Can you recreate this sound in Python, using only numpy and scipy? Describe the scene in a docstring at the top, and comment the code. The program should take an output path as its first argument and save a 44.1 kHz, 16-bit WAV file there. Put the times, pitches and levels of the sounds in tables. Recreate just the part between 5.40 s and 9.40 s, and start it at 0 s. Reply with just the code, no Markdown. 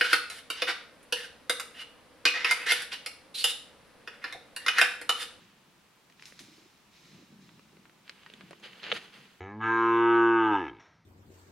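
"""A cat licks and nibbles its paw, close up on a bed, after shaking its head and lifting the paw.
Fur brushes the cover, the barbed tongue rasps through the coat and the bedding rumbles softly under
the shifting weight. Ear flicks or a collar tick in the head shake; later the wet mouth clicks, tiny
bubbles ping and the teeth snap once off a claw. A small quiet room hums and hisses behind it."""
import sys
import numpy as np
from scipy import signal
from scipy.fft import rfft, irfft
from scipy.io import wavfile

SR = 44100
rng = np.random.default_rng(int(sys.argv[2]) if len(sys.argv) > 2 else 0)


def int16_out(signal):
    """Quantize to a 16-bit WAV file."""
    q = np.round(np.clip(np.atleast_2d(signal).T, -1, 1) * 32767)
    wavfile.write(sys.argv[1], SR, q.astype(np.int16))


N = 176400


def undb(db):
    """Decibels to gain."""
    return 10 ** (np.asarray(db) / 20)


def unit(x):
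    """Scale to rms 1."""
    return x / np.sqrt(np.mean(x ** 2))


def burst(x, window_s=.01):
    """Give a transient the energy of one window at rms 1."""
    return x * np.sqrt(window_s * SR / np.sum(x ** 2))


def colour(x, curve, size=4096):
    """Minimum-phase EQ through (f/Hz, level/dB) points."""
    hz, db = np.array(curve, float).T
    grid_hz = np.maximum(np.arange(size // 2 + 1) * SR / size, 1)
    gain = undb(np.interp(np.log(grid_hz), np.log(hz), db))
    cepstrum = irfft(np.log(gain))
    cepstrum[1:size // 2] *= 2
    cepstrum[size // 2 + 1:] = 0
    impulse = irfft(np.exp(rfft(cepstrum)))
    return signal.fftconvolve(x, impulse)[:len(x)]


def ring(x, hz, *widths_hz):
    """Resonant band-passes in series, one per width, with gain 1 at their shared centre."""
    w = 2 * np.pi * hz / SR
    for width in widths_hz:
        a = np.sin(w) * width / hz / 2
        x = signal.lfilter([a, 0, -a], [1 + a, -2 * np.cos(w), 1 - a], x)
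    return x


def add(out, start, x):
    """Drop a one-shot onto the track at its start time."""
    i = max(int(start * SR), 0)
    out[i:i + len(x)] += x[:max(N - i, 0)]


def grains(per_s, spread_db):
    """Friction texture: dense tiny releases of uneven size."""
    size = undb(spread_db * np.minimum(rng.exponential(size=N), 4))
    return (rng.random(N) < per_s / SR) * size * rng.choice([-1, 1], N)


def noise_tail(decay_s, size):
    """A fading spray of noise with unit energy."""
    tail = rng.standard_normal(size) * np.exp(-np.arange(size) / SR / decay_s)
    return tail / np.sqrt(np.sum(tail ** 2))


def crackle(decay_s, tail_db):
    """A first spike followed by a quickly fading spray of smaller ones."""
    spikes = undb(tail_db) * noise_tail(decay_s, 4096)
    spikes[0] = 1
    return spikes


# EQ of the fine hair hiss on top of each stroke: f/Hz, level/dB
HISS_EQ = [(1000, -33), (4000, -8), (6000, 0.5), (8000, -7.5), (9600, -5), (12000, -13), (15000, -20)]
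HAIRS_PER_S, HAIR_SPREAD_DB = 9000, 1.5


def strokes(cues, rub):
    """Each stroke rises, holds and dies away, playing the rub and its own share of hair hiss."""
    t, out = np.arange(N) / SR, np.zeros(N)
    hiss = unit(colour(grains(HAIRS_PER_S, HAIR_SPREAD_DB), HISS_EQ))
    for start, attack, hold, decay, db, hiss_db in cues:
        rise = np.clip((t - start) / attack, 0, 1)
        fall = np.exp(-np.maximum(t - start - attack - hold, 0) / decay)
        out += undb(db) * rise * fall * (rub + undb(hiss_db) * hiss)
    return out


# Fur brushing the cover: t/s, attack/s, hold/s, decay/s, level/dB, hiss against brush/dB
FUR_STROKES = [(-.02, 0.026, 0.013, 0.066, -66.5, -37), (.76, 0.074, .015, 0.013, -59.5, -22),
               (.855, 0.0034, 0.015, 0.059, -55, -4.5), (.94, 0.035, .01, .02, -65, -27),
               (.991, 0.0021, 0.0087, 0.027, -53, -4), (1.02, 0.026, 0.12, 0.21, -62.5, -14),
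               (1.5, 0.06, .008, .04, -63, -26), (1.56, 0.11, 0.076, 0.17, -62, -29),
               (2.0, 0.015, 0.052, 0.3, -69, -22), (3.53, 0.0067, 0.012, 0.023, -59.5, 3)]
# EQ of the brush: f/Hz, level/dB
FUR_EQ = [(200, 0.5), (600, -12), (1100, -3), (1600, -2), (2200, 4.5), (3100, 0.5), (4600, -0.5),
          (6500, -5.5), (9000, -17.5), (11200, -16), (15000, -26)]
# Narrow peaks of the swish: f/Hz, width/Hz, level/dB
SWISH_PEAKS = [(3880, 450, -7), (5320, 360, -8), (6250, 380, -15.5), (7330, 350, -18)]


def fur():
    """Fine hairs slide over cloth, with a slightly ringing swish."""
    brush = unit(colour(grains(HAIRS_PER_S, HAIR_SPREAD_DB), FUR_EQ))
    swish = sum(undb(db) * unit(ring(grains(HAIRS_PER_S, HAIR_SPREAD_DB), hz, width, hz / 2))
                for hz, width, db in SWISH_PEAKS)
    return strokes(FUR_STROKES, unit(brush + swish))


# Licks: t/s, attack/s, hold/s, decay/s, level/dB, hiss against rasp/dB
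TONGUE_STROKES = [(-.02, 0.026, 0.013, 0.18, -64, -38), (2.628, 0.044, 0.4, 0.36, -62, -16.5),
                  (3.223, 0.015, 0.023, 0.019, -46.5, -21.5), (3.258, 0.088, 0.075, 0.041, -57.5, -17),
                  (3.422, 0.019, .072, 0.018, -44, -29), (3.529, 0.036, 0.0096, 0.0055, -37, -21.5),
                  (3.572, 0.012, .06, 0.054, -52, -16), (3.72, 0.025, 0.0089, 0.1, -54, -15.5),
                  (3.796, 0.024, 0.032, 0.21, -77, -13)]
# EQ of the rasp: f/Hz, level/dB
RASP_EQ = [(80, -29.5), (190, -16), (290, -5.5), (450, 2), (620, -9), (800, -4), (1050, -6), (1600, 1),
           (2300, 1), (3000, 2.5), (3700, -3), (4900, -7.5), (5900, -26), (6700, -17), (7500, -39),
           (15000, -63)]


def tongue():
    """Barbs catch and release hairs, giving each lick a grainy rasp."""
    barbs = grains(per_s=3500, spread_db=1)
    return strokes(TONGUE_STROKES, unit(colour(barbs, RASP_EQ)))


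# Hollow resonances of the bedding: f/Hz, width/Hz, level/dB
BEDDING_PEAKS = [(150.4, 59, -2.5), (201.2, 39, 1), (333, 47, -4.5)]
# Fader ride on the rumble as the cat shifts its weight: t/s, level/dB
RUMBLE_RIDE = [(0, -62), (.22, -72.5), (.29, -67.5), (.58, -81), (.8, -69.5), (.98, -67), (1.012, -59.5),
               (1.06, -65.5), (1.2, -70.5), (1.44, -77.5), (1.66, -63), (1.78, -56), (1.87, -66),
               (1.93, -56.5), (2.0, -61), (2.12, -59.5), (2.26, -68), (2.35, -61), (2.6, -71), (2.85, -69),
               (3.04, -59.5), (3.16, -64), (3.4, -66.5), (3.56, -55), (3.64, -68), (3.85, -64.5), (4, -79)]
# Soft bumps of the paw: t/s, level/dB, f/Hz
PAW_BUMPS = [(1.006, -52, 273), (1.035, -59.5, 325), (1.082, -55.5, 300), (1.116, -57.5, 317),
             (1.181, -56.5, 325), (1.219, -61.5, 330), (1.257, -58.5, 333), (1.745, -52, 190),
             (1.825, -55.5, 307), (1.923, -53, 227), (2.189, -59, 220), (2.33, -60.5, 327),
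             (2.37, -58.5, 337), (2.939, -58, 196), (3.0, -56.5, 202), (3.036, -50.5, 185)]


def bedding(bump_width_hz=46):
    """Muffled rubbing and paw bumps sound the bedding's low resonances."""
    rumble = sum(undb(db) * unit(ring(grains(per_s=900, spread_db=3.3), hz, width, hz))
                 for hz, width, db in BEDDING_PEAKS)
    ride_db = np.interp(np.arange(N) / SR, *np.array(RUMBLE_RIDE).T)
    out = unit(rumble) * undb(ride_db)
    for start, db, hz in PAW_BUMPS:
        push = crackle(decay_s=0.0063, tail_db=3.5)
        add(out, start, undb(db) * burst(ring(push, hz, bump_width_hz, hz)))
    return out


# EQ of the room tone: f/Hz, level/dB
ROOM_TONE_EQ = [(20, 14), (35, -81.5), (50, -3.5), (90, -4), (170, 0), (300, -2), (600, -6.5), (1000, -3.5),
                (1400, -6), (3000, -8.5), (5000, -14), (8000, -18.5), (15000, -24)]
# Its stereo width, side against mid: f/Hz, level/dB
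ROOM_TONE_WIDTH = [(50, -16), (200, -5), (500, -6), (1500, -6), (4000, -3), (9000, -1)]


def room_tone(mid_db=-63.5):
    """A steady bed of room noise, centred in the bass and wide in the hiss."""
    mid, side = (unit(colour(rng.standard_normal(N), ROOM_TONE_EQ)) for _ in range(2))
    side = colour(side, ROOM_TONE_WIDTH)
    return undb(mid_db) * np.array([mid + side, mid - side])


# Small ticks: ear flicks or collar as the head shakes (0.82-0.99 s),
# then wet clicks of lips, tongue and jaw:
# t/s, level/dB, body f/Hz, crackle decay/s, knock against body/dB, edge against body/dB
SMALL_TICKS = [(0.6997, -62, 1590, 0.0034, -7, -6), (0.724, -63, 2600, .001, -21, -7),
               (0.796, -56, 2310, 0.0024, -21, -24), (0.824, -49, 3300, 0.00032, -15, -12),
               (0.8355, -56, 2380, 0.0048, -16, -12), (0.8557, -50.5, 3220, .001, -25, 1.5),
               (0.9234, -56, 1040, .0015, -3.5, -26), (0.992, -51, 2480, .002, -30, 0.5),
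               (2.0916, -58.5, 1420, 0.0037, -8, -30), (2.1947, -59.5, 1520, .001, -3.5, -22),
               (2.369, -62.5, 1710, 0.0019, -18, -17), (2.4547, -57, 1160, 0.009, -8, -28),
               (2.4965, -59.5, 1790, 0.0027, -10, -30), (2.6788, -54, 2780, 0.0021, -28, -38),
               (2.695, -43.5, 2080, 0.0031, -16.5, -17), (2.8339, -58.5, 2250, 0.0011, -32, -28),
               (2.863, -48.5, 1460, 0.0073, -18, -26), (2.9, -53.5, 2500, 0.0029, -5, -26),
               (2.9372, -49.5, 3000, 0.0037, -11.5, -10), (3.0093, -50, 1520, 0.0092, -4.5, -20),
               (3.1093, -53.5, 1390, 0.009, 6, -7), (3.131, -50.5, 1300, 0.0035, -1.5, -20),
               (3.3317, -53.5, 2300, 0.0033, -11, -22), (3.3796, -61.5, 1974, 0.0023, 3, -20),
               (3.4317, -46.5, 2870, 0.0009, -22, -24), (3.44, -44.5, 2500, 0.0012, -14, -36),
               (3.466, -43, 2200, 0.0027, -13, -24), (3.502, -45, 2700, 0.003, -2, -19)]
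BODY_Q, BODY_TOP_HZ = 1.13, 4870
KNOCK_HZ, KNOCK_WIDTH_HZ = 430, 300
EDGE_HZ, EDGE_WIDTH_HZ = 4400, 2200


def ticks():
    """Ear or collar ticks, then mouth clicks: a crackle rings a body, a low knock and a sharp edge."""
    out = np.zeros(N)
    soften = signal.butter(4, BODY_TOP_HZ, fs=SR, output="sos")
    for start, db, hz, decay, knock_db, edge_db in SMALL_TICKS:
        push = crackle(decay, tail_db=-0.5)
        body = burst(signal.sosfilt(soften, ring(push, hz, hz / BODY_Q, 2 * hz)))
        knock = burst(ring(push, KNOCK_HZ, KNOCK_WIDTH_HZ, 2 * KNOCK_HZ))
        edge = burst(ring(push, EDGE_HZ, EDGE_WIDTH_HZ, 2 * EDGE_WIDTH_HZ))
        add(out, start, undb(db) * (body + undb(knock_db) * knock + undb(edge_db) * edge))
    return out


# Pings of saliva bubbles: t/s, level/dB, f/Hz
BUBBLE_PINGS = [(2.6954, -49.5, 4600), (3.4, -57, 2950), (3.2, -69, 6800), (2.9372, -52, 3570),
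                (3.109, -65, 9160)]


def bubbles(q=17):
    """Each tiny bubble bursts and rings for a few cycles."""
    out = np.zeros(N)
    for start, db, hz in BUBBLE_PINGS:
        pop = crackle(decay_s=0.00034, tail_db=-3)
        add(out, start, undb(db) * burst(ring(pop, hz, hz / q, hz / 2)))
    return out


# Slips of the teeth: t/s, level/dB, crackle decay/s
TOOTH_SLIPS = [(3.5166, -28.5, 0.00059), (3.5188, -32.5, 0.0023), (3.5218, -32, 0.0014),
               (3.5242, -30.5, 0.001), (3.5256, -34, .0008)]
# EQ of the snap: f/Hz, level/dB
BITE_EQ = [(40, -27), (200, -23), (330, -27), (460, 11.5), (620, 3.5), (780, -4.5), (1000, -9), (1300, 2),
           (2200, 2.5), (3100, 5.5), (4400, -8.5), (5200, -19.5), (6800, -23.5), (7600, -33), (15000, -51)]


def bite():
    """Teeth catch and slip along a claw, so quickly that the slips fuse into one crunchy snap."""
    out = np.zeros(N)
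    for start, db, decay in TOOTH_SLIPS:
        slip = crackle(decay, tail_db=6)
        add(out, start, undb(db) * burst(colour(slip, BITE_EQ)))
    return out


def reflections(x, decay_s):
    """Surfaces throw the sound back as a fading cloud of echoes."""
    return signal.fftconvolve(x, noise_tail(decay_s, 16384))[:N]


# Stereo width of the cat, side against mid: f/Hz, level/dB
CAT_WIDTH = [(150, -27), (450, -9.5), (1000, -6.5), (3000, -10), (5000, -4.5), (9000, -2)]
SCATTER_DECAY_S, REVERB_DECAY_S, REVERB_DB = 0.0044, 0.017, -12


def scene():
    """The cat dead centre, widened by nearby surfaces, in a damped room."""
    cat = ticks() + bubbles() + bite() + tongue() + fur() + bedding()
    side = colour(reflections(cat, SCATTER_DECAY_S), CAT_WIDTH)
    reverb = np.array([reflections(cat, REVERB_DECAY_S) for _ in range(2)])
    return np.array([cat + side, cat - side]) + undb(REVERB_DB) * reverb + room_tone()


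LOW_CUT_HZ, HIGH_CUT_HZ = 36, 15850


def record(dry):
    """Roll off the sub bass and cut the very top steeply."""
    low_cut = signal.butter(3, LOW_CUT_HZ, "high", fs=SR, output="sos")
    high_cut = signal.ellip(10, .1, 70, HIGH_CUT_HZ, fs=SR, output="sos")
    return signal.sosfilt(high_cut, signal.sosfilt(low_cut, dry))


dry = scene()
out = record(dry)
int16_out(out)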